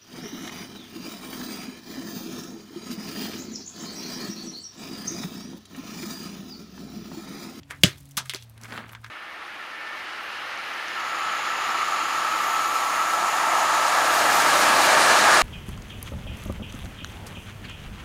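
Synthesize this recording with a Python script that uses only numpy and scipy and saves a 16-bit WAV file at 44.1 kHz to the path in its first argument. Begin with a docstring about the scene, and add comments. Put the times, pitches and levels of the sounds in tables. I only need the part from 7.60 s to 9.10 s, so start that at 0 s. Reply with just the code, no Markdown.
"""A hammer hits a small plastic device on gravel: quick cracks of noise, sine thuds and sprayed stones.
The device lands with a crunch and tumbles: each knock is a snap, a short ring and a rattle of noise.
Pebbles tick as tiny snaps with a fizz, fine grit patters, and a shoe scuffs the gravel as coarse and fine noise.
Behind it a distant engine hums on two sine tones that drop in pitch, over rumble and faint air noise.
"""
import sys
import numpy as np
from scipy import signal
from scipy.fft import rfft, irfft, next_fast_len
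from scipy.io import wavfile
from scipy.ndimage import uniform_filter1d, map_coordinates

SR = 44100
rng = np.random.default_rng(int(sys.argv[2]) if len(sys.argv) > 2 else 0)


def to_wav(sig):
    """Store sig (one row per channel, or 1-D mono) as 16-bit WAV at the path in sys.argv[1].

    Samples outside -1..1 are clipped; the rate is SR.
    """
    pcm = np.clip(np.atleast_2d(sig), -1, 1) * 32767
    pcm = np.round(pcm).astype(np.int16)
    wavfile.write(sys.argv[1], SR, pcm.T)  # frames by channels


N = 66150  # samples
T = np.arange(N) / SR  # time of each sample, s

# In spectra the levels only set the colour (balance between pitches); t60 is the time to fall by 60 dB.

# Engine tone: [t/s, pitch f/Hz, level/dB, octave level/dB]
ENGINE = [(0, 139.5, -52, -60), (.1, 139.5, -57, -60), (.17, 139, -51, -60), (.36, 139.5, -50, -64),
          (.55, 139, -48, -60), (.6, 129, -48, -68), (.69, 130, -45, -72), (.73, 125, -54, -72),
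          (.77, 120, -50, -72), (.86, 116.5, -46, -68), (.92, 111.5, -48, -64), (1.02, 113, -45, -63),
          (1.1, 114, -47, -63), (1.22, 113.5, -49, -65), (1.5, 113.5, -46.5, -67)]
# Colour of the low rumble: [f/Hz, level/dB]
RUMBLE_COLOUR = [(20, -18), (45, -6), (65, -1), (92, 0), (110, -10), (160, -12), (350, -22), (500, -60)]
# Loudness of the rumble: [t/s, level/dB]
RUMBLE_LEVEL = [(0, -44.5), (.06, -54), (.2, -47.5), (.35, -45.5), (.55, -55), (.7, -56), (1, -54.5),
                (1.25, -54), (1.5, -54)]
# Colour of the faint air noise: [f/Hz, level/dB]
AIR_COLOUR = [(300, -4.5), (600, 2.5), (1200, -3), (2500, -5.5), (7000, -17.5), (12000, -19),
              (16000, -27.5)]
AIR_DB = -64

# Loudness of fine grit falling: [t/s, level/dB]
PATTER_LEVEL = [(0, -93), (.09, -65.5), (.13, -59.5), (.2, -64), (.36, -62), (.55, -66.5), (.68, -54.5),
                (.8, -62), (.87, -69), (.95, -70.5), (1.5, -70)]

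# Loudness of the shoe scuff, each column trimmed in scuff(): [t/s, crunch level/dB, treble level/dB]
SCUFF_LEVELS = [(0.93, -70, -75), (0.982, -48, -88), (0.994, -56, -73), (1.036, -41, -45.5),
                (1.054, -42, -50), (1.076, -43.5, -53.5), (1.128, -33.5, -49.5), (1.17, -32, -47),
                (1.25, -41.5, -66.5), (1.328, -46.5, -58), (1.354, -52, -73), (1.374, -55, -87),
                (1.424, -76.5, -82), (1.444, -58, -79.5), (1.48, -54.5, -57.5), (1.5, -72, -75)]
# Colour of the coarse crunch under the sole: [f/Hz, level/dB]
CRUNCH_COLOUR = [(150, 1.5), (230, 7.5), (390, -6.5), (660, -0.5), (1100, -0.5), (1600, 3), (2400, -6),
                 (4500, -14.5), (6000, -54)]
SAND_S, SAND_LENGTH_S, SAND_DB = 1.313, .032, -53.5  # a short spill of sand, all treble

# Pebbles ticking down: [t/s, level/dB, pitch f/Hz]
TICKS = [(0.2137, -38.5, 5470), (.3752, -36.5, 8000), (0.3813, -34.5, 13460), (0.3898, -40.5, 8600),
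         (0.404, -39, 13360), (.4085, -38, 9050), (0.4305, -39.5, 10540), (.456, -33.5, 9530),
         (.4911, -35.5, 9980), (0.5109, -30, 7900), (.669, -40.5, 13000), (0.8012, -42, 4900),
         (0.8132, -36.5, 4550), (0.8351, -33.5, 11000), (0.8974, -34.5, 12400), (1.0135, -33.5, 4000),
         (1.021, -40.5, 12900), (1.283, -38, 6000), (1.4157, -45.5, 11000), (1.442, -36.5, 4300)]

# Resonances of the plastic case: [f/Hz, width/Hz, lift/dB]
CASE_RESONANCES = [(390, 60, 7), (630, 90, 5), (930, 110, 5), (1230, 120, 5), (1620, 150, 5),
                   (2100, 200, 4), (3350, 300, 5), (6200, 500, 3)]
# Colour of the landing crunch: [f/Hz, level/dB]
LANDING_COLOUR = [(70, -29.5), (150, -2), (400, -20), (900, -10.5), (1300, -2), (2000, -10.5), (3500, -7),
                  (9000, -10.5), (14000, -15), (16000, -20)]
# How slowly each pitch of the landing fades: [f/Hz, t60/s]
LANDING_T60 = [(500, 0.18), (1500, 0.12), (5000, 0.12), (15000, 0.057)]
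LANDING_S, LANDING_DB = .5695, -21.5
SKID_S = 0.009  # the fading by pitch waits this long

# Knocks on the stones: [t/s, level/dB, pitch f/Hz, treble level/dB, bass level/dB,
# rattle level/dB relative to the knock, rattle t60/s, rattle lead-in time constant/s]
KNOCKS = [(0.033, -38.5, 3200, -52, -46, -18, 0.066, 0.0014),
          (.109, -19, 1820, -2.5, -10, -15, 0.2, 0.0055), (0.6564, -38.5, 1900, 2, -42, -3, 0.094, .001),
          (0.6961, -11.5, 3170, 0, -27, -16.5, 0.13, 0.00017),
          (0.7114, -30.5, 3160, 3, -27, -13, 0.085, 0.0024),
          (0.7368, -17.5, 2220, 2, -13, -16, 0.13, 0.0003),
          (0.7473, -13.5, 4250, 0, -3.5, -17.5, 0.066, 0.00032),
          (0.7595, -28, 3750, -0.5, -33, -11.5, 0.22, 0.0003),
          (0.825, -29.5, 3940, -3, -50, -18.5, 0.089, 0.0027),
          (0.9781, -35, 3570, 8, -10.5, -16, 0.039, 0.00079),
          (1.0361, -26.5, 6300, 0.5, -14, -21, 0.024, 0.00089),
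          (1.0454, -32, 2060, -4, -5, -11.5, 0.14, 0.00089),
          (1.056, -35.5, 1910, -17.5, -11, -8, 0.066, 0.0054),
          (1.108, -32.5, 1890, -18, -18, -14, .03, 0.0012),
          (1.1229, -25, 2230, -29, -6, -10.5, 0.05, 0.0012),
          (1.138, -29, 1700, -20, -5, -14, 0.21, 0.00099),
          (1.1772, -19, 1500, -40, -9, -16, 0.077, 0.00083),
          (1.1828, -26, 1670, -39, -19, -9, 0.12, 0.0021),
          (1.293, -35.5, 2470, -4, -5.5, -8, 0.052, 0.0012),
          (1.333, -31, 1360, -19.5, -28, -17, 0.11, 0.0013),
          (1.3504, -26, 1544, -18.5, -34.5, -12.5, .1, 0.0006),
          (1.4455, -26, 1703, -19, -33, -14.5, 0.12, 0.0063),
          (1.4633, -37, 1600, -12, -38, -8.5, 0.13, 0.0016)]
RATTLE_DULLS_S = 0.0078  # the treble of a rattle halves this fast away from its peak
TAP_DB, TAP_CYCLES = -6.5, 0.5  # ring at the knock's pitch, relative level; cycles to its fullest swell
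HOLLOW_DB, HOLLOW_T60_S = -12, .045  # ring of the lowest case resonance, relative to each knock's bass

# Hammer contacts: [t/s, level/dB]
CONTACTS = [(.2349, 3), (.2357, 1), (.2375, 4), (.2384, -2), (.2403, -1)]
# Colour of plastic under the steel: [f/Hz, level/dB]
CRUSH_COLOUR = [(180, -17.5), (300, 2.5), (977, -15), (3180, 2), (6190, -7), (7310, -10.5), (11300, -12),
                (14700, -16), (16000, -46.5)]
MUFFLED_S, MUFFLED_HZ = .2388, 7500  # the head beds in and the crack loses its top
# Thump of the ground: [f/Hz, level/dB, t60/s]
THUD = [(100, -16.5, 0.15), (127.4, -11.5, 0.12), (157.4, 3, 0.038), (221, -18, 0.074), (371, -12, 0.025),
        (609.5, -13, 0.041)]
THUD_S, THUD_RISE_S = .2402, 0.004
THUD_SAG, THUD_SAG_S = .26, .007  # deep thuds start this share higher and settle with this time constant
# Colour of gravel thrown by the blow: [f/Hz, level/dB]
SPRAY_COLOUR = [(150, -25.5), (300, -0.5), (900, -15), (1700, -2), (3300, 1), (7800, -4.5), (16000, -28.5)]
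# How slowly each pitch of the spray fades: [f/Hz, t60/s]
SPRAY_T60 = [(500, 0.22), (3000, 0.18), (8000, 0.13), (15000, 0.24)]
SPRAY_DB = -20
# Colour of stones rolling on after the blow: [f/Hz, level/dB]
SETTLE_COLOUR = [(500, -20.5), (1200, -4.5), (2500, -2.5), (4200, 0), (6000, -12), (16000, -17.5)]
SETTLE_DB, SETTLE_T60_S = -33, 0.3

LOW_CUT_HZ, TOP_HZ = 62, 16100


def amp(db):
    """Turn a level in dB into a plain multiplier."""
    return 10 ** (np.asarray(db) / 20)


def unit(x):
    """Scale x to an average (rms) strength of 1."""
    return x / np.sqrt(np.mean(x ** 2) + 1e-20)


def along(points, hz):
    """Read a value at each frequency by joining (Hz, value) points on a log axis."""
    f, v = np.transpose(points)
    return np.interp(np.log(hz + 1), np.log(f + 1), v)


def curves(rows):
    """Join the rows in time: one value per sample for each column after the time."""
    s, *cols = np.transpose(rows)
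    return [np.interp(T, s, c) for c in cols]


def filtered(x, response):
    """Strengthen or weaken each frequency of x by response(frequency)."""
    m = next_fast_len(x.shape[-1] + 4096)
    spectrum = rfft(x, m) * response(np.fft.rfftfreq(m, 1 / SR))
    return irfft(spectrum, m)[..., :x.shape[-1]]


def cased(spectrum):
    """Lift a spectrum at the resonances of the case."""
    hz = np.geomspace(50, 20000, 400)
    lift = sum(db / (1 + (2 * (hz - c) / w) ** 2) for c, w, db in CASE_RESONANCES)
    return np.transpose([hz, along(spectrum, hz) + lift])


def grit(spectrum, grain_db, size=N, grain_s=0.00098):
    """Dense stone grains: noise whose strength jumps from grain to grain and from pitch to pitch."""
    draw = np.clip(rng.standard_normal(size // 8 + 1), -2, 2)
    grain_number = (np.arange(size) / max(grain_s * SR, 8)).astype(int)
    strength = amp(grain_db * draw)[grain_number]
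    z = signal.stft(strength * rng.standard_normal(size), nperseg=128)[2]
    # random patches over pitch and time give the grains different pitches
    patches = uniform_filter1d(rng.standard_normal(z.shape), size=2, axis=0)
    patches = unit(uniform_filter1d(patches, size=2, axis=1))
    z = z * amp(grain_db * np.clip(patches, -2, 2))
    grains = signal.istft(z, nperseg=128)[1][:size]
    return unit(filtered(grains, lambda hz: amp(along(spectrum, hz))))


def snap(spectrum, ripple_db, size=1024):
    """One sharp contact of peak 1: a pulse with its energy up front and random ripples in its spectrum."""
    hz = np.fft.rfftfreq(size, 1 / SR)
    ripple = unit(uniform_filter1d(rng.standard_normal(len(hz)), size=16))
    db = np.clip(along(spectrum, hz), -70, None) + ripple_db * ripple
    # folding the cepstrum (transform of the log spectrum) keeps the pulse from starting early
    cepstrum = irfft(db * np.log(10) / 20)
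    cepstrum[1:size // 2] *= 2
    cepstrum[size // 2 + 1:] = 0
    pulse = irfft(np.exp(rfft(cepstrum)))
    return pulse / np.abs(pulse).max()


def add(out, s, x):
    """Mix x into out from time s."""
    out[round(s * SR):][:len(x)] += x


def dying(x, t60, start_s):
    """Fade each frequency of x at its own speed from start_s on; before that x is unchanged."""
    hz, t, z = signal.stft(x, SR, nperseg=128)
    t60_here = np.clip(along(t60, hz), .01, 2)[:, None]
    fade = amp(-60 * np.clip(t - start_s, 0, None) / t60_here)
    return signal.istft(z * fade, SR, nperseg=128)[1][:N]


def fade_from(s, rise_s, t60):
    """Silence until s, then a quick rise with a steady fall."""
    u = np.clip(T - s, 0, None)
    return (1 - np.exp(-u / rise_s)) * amp(-60 * u / t60)


def background():
    """Engine tone with its octave, the lower one slightly unsteady, over rumble and faint air."""
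    hz, level_db, octave_db = curves(ENGINE)
    waver = map_coordinates(rng.standard_normal(64), [T * 30])  # 30 random points a second
    turn = 2 * np.pi * np.cumsum(hz) / SR
    tone = amp(level_db + 0.63 * waver) * np.sin(turn)
    octave = amp(octave_db) * np.cos(2 * turn + 4.1)
    hum = np.sqrt(2) * (tone + octave)  # a sine of peak sqrt(2) has rms 1
    rumble = amp(curves(RUMBLE_LEVEL)[0]) * grit(RUMBLE_COLOUR, grain_db=3.0)
    air = amp(AIR_DB) * grit([(150, -12)] + AIR_COLOUR, grain_db=2.5)
    return hum + rumble + air


def patter():
    """Fine grit keeps falling around the impacts: bright grainy noise that swells and sinks."""
    colour = [(800, -11.0), (2500, 2.0), (4000, 4.0), (9000, 0.0), (16000, -5.0)]
    return amp(curves(PATTER_LEVEL)[0]) * grit(colour, grain_db=3.0)


def scuff():
    """A sole drags through the gravel: coarse crunch, finer hiss and a spill of sand."""
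    crunch_db, treble_db = curves(SCUFF_LEVELS)
    start = np.clip((T - SCUFF_LEVELS[0][0]) / 0.035, 0, 1)
    coarse_colour = [(80, -40)] + CRUNCH_COLOUR + [(9000, -40)]
    coarse = amp(crunch_db - 6) * grit(coarse_colour, grain_db=3, grain_s=.001)
    fine_colour = [(3000, -15), (5000, 3.0), (10000, -1.5), (16000, -8.5)]
    fine = amp(treble_db - 5.5) * grit(fine_colour, grain_db=3.5)
    spill = np.sin(np.pi * np.clip((T - SAND_S) / SAND_LENGTH_S, 0, 1))
    sand_colour = [(5000, -42), (9000, -6.5), (13000, -0.5), (16000, -9)]
    sand = amp(SAND_DB) * spill * grit(sand_colour, grain_db=1.5)
    return start * (coarse + fine) + sand


def ticks():
    """Small pebbles: a thin bright snap with a short fizz."""
    out, n = np.zeros(N + SR), SR // 20
    t = np.arange(n) / SR
    for s, db, hz in TICKS:
        colour = [(500, -35), (0.27 * hz, -9), (hz, 0), (16000, -6)]
        fizz = amp(db - 17.5 - 60 * t / 0.044) * grit(colour, grain_db=8, size=n)
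        add(out, s, amp(db) * snap(colour, ripple_db=-2.5))
        add(out, s, fizz)
    return out[:N]


def knocks():
    """A sharp contact around its pitch, inside a rattle of case and stones that dulls as it fades."""
    out, n = np.zeros(N + SR), SR // 4
    t = np.arange(n) / SR - .03  # the rattle begins 0.03 s before the contact
    u = t - t[0]  # time since the contact, for the rings
    for s, db, hz, treble_db, bass_db, rattle_db, t60, lead_s in KNOCKS:
        bass = [(120, bass_db - 24.5), (330, bass_db), (650, bass_db - 1.5)]
        middle = [(max(0.61 * hz, 750), -6), (hz, 0), (min(2.3 * hz, 9000), -10)]
        treble = [(9500, treble_db - 7.5), (16000, treble_db - 21.5)]
        colour = cased(bass + middle + treble)

        swell = np.where(t < 0, np.exp(t / max(lead_s, 1e-4)), amp(-60 * t / max(t60, .01)))
        rattle = grit(colour, grain_db=2, size=n, grain_s=.001)
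        dull = filtered(rattle, lambda f: 1 / (1 + (f / (1.5 * hz)) ** 4))
        dulling = dull + (rattle - dull) * .5 ** (np.abs(t) / RATTLE_DULLS_S)

        c = u * hz / TAP_CYCLES
        tap = c * np.exp(1 - c) * np.cos(2 * np.pi * hz * u)
        hollow = np.sin(2 * np.pi * CASE_RESONANCES[0][0] * u) * amp(-60 * u / HOLLOW_T60_S)

        add(out, s, amp(db - 1.5) * snap(colour, ripple_db=3.0))
        add(out, s, amp(db + TAP_DB) * tap)
        add(out, s, amp(db + bass_db + HOLLOW_DB) * hollow)
        add(out, s + t[0], amp(db + rattle_db) * swell * dulling)
    return out[:N]


def landing():
    """The device skids into the gravel, then the stones settle: noise fading at its own speed per pitch."""
    crunch = dying(grit(cased(LANDING_COLOUR), grain_db=1.5), LANDING_T60, LANDING_S + SKID_S)
    body = filtered(crunch, lambda hz: 1 / (1 + (hz / 2000) ** 4))
    # the low crunch builds as it digs in
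    crunch = crunch - body * np.exp(-np.clip(T - LANDING_S, 0, None) / 0.0067)
    return amp(LANDING_DB) * crunch * fade_from(LANDING_S, 0.0001, 5.7)


def hammer():
    """The head cracks the case in quick contacts, thumps the ground and sprays gravel."""
    bursts = sum(amp(db - 6.0) * fade_from(s, 0.00035, 0.0077) for s, db in CONTACTS)
    crack = bursts * grit(CRUSH_COLOUR, grain_db=-9.5)
    for s, db in CONTACTS:
        add(crack, s, amp(db) * snap(CRUSH_COLOUR, ripple_db=5.5))
    dull = filtered(crack, lambda hz: 1 / (1 + (hz / MUFFLED_HZ) ** 6))
    crack = dull + (crack - dull) * amp(-60 * np.clip(T - MUFFLED_S, 0, None) / 0.0054)

    u = np.clip(T - THUD_S, 0, None)
    sagging = u + THUD_SAG * THUD_SAG_S * (1 - np.exp(-u / THUD_SAG_S))
    thud = np.zeros(N)
    for hz, db, t60 in THUD:
        clock = sagging if hz < 300 else u  # only the deep tones slide down
        thud += amp(db) * fade_from(THUD_S, THUD_RISE_S, t60) * np.sin(2 * np.pi * hz * clock)

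    start = CONTACTS[0][0]
    spray = dying(grit(cased(SPRAY_COLOUR), grain_db=2), SPRAY_T60, start + .01)
    spray = amp(SPRAY_DB) * spray * fade_from(start, .003, 9)
    settle = grit(cased(SETTLE_COLOUR), grain_db=3.0, grain_s=.002)
    settle = amp(SETTLE_DB) * fade_from(start, 0.007, SETTLE_T60_S) * settle
    return crack + thud + spray + settle


def scene():
    """Add up everything at one microphone."""
    surroundings = background() + patter() + scuff()
    device = ticks() + knocks() + landing() + hammer()
    return (surroundings + device)[None]


def record(dry):
    """The microphone rolls off deep bass, the input clips at full scale, and the top band is cut off."""
    thin = filtered(dry, lambda hz: (1j * hz / (LOW_CUT_HZ + 1j * hz)) ** 2)
    clipped = thin / (1 + np.abs(thin) ** 8) ** (1 / 8)  # slightly rounded clipping
    return filtered(clipped, lambda hz: hz < TOP_HZ)


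dry = scene()
out = record(dry)
to_wav(out)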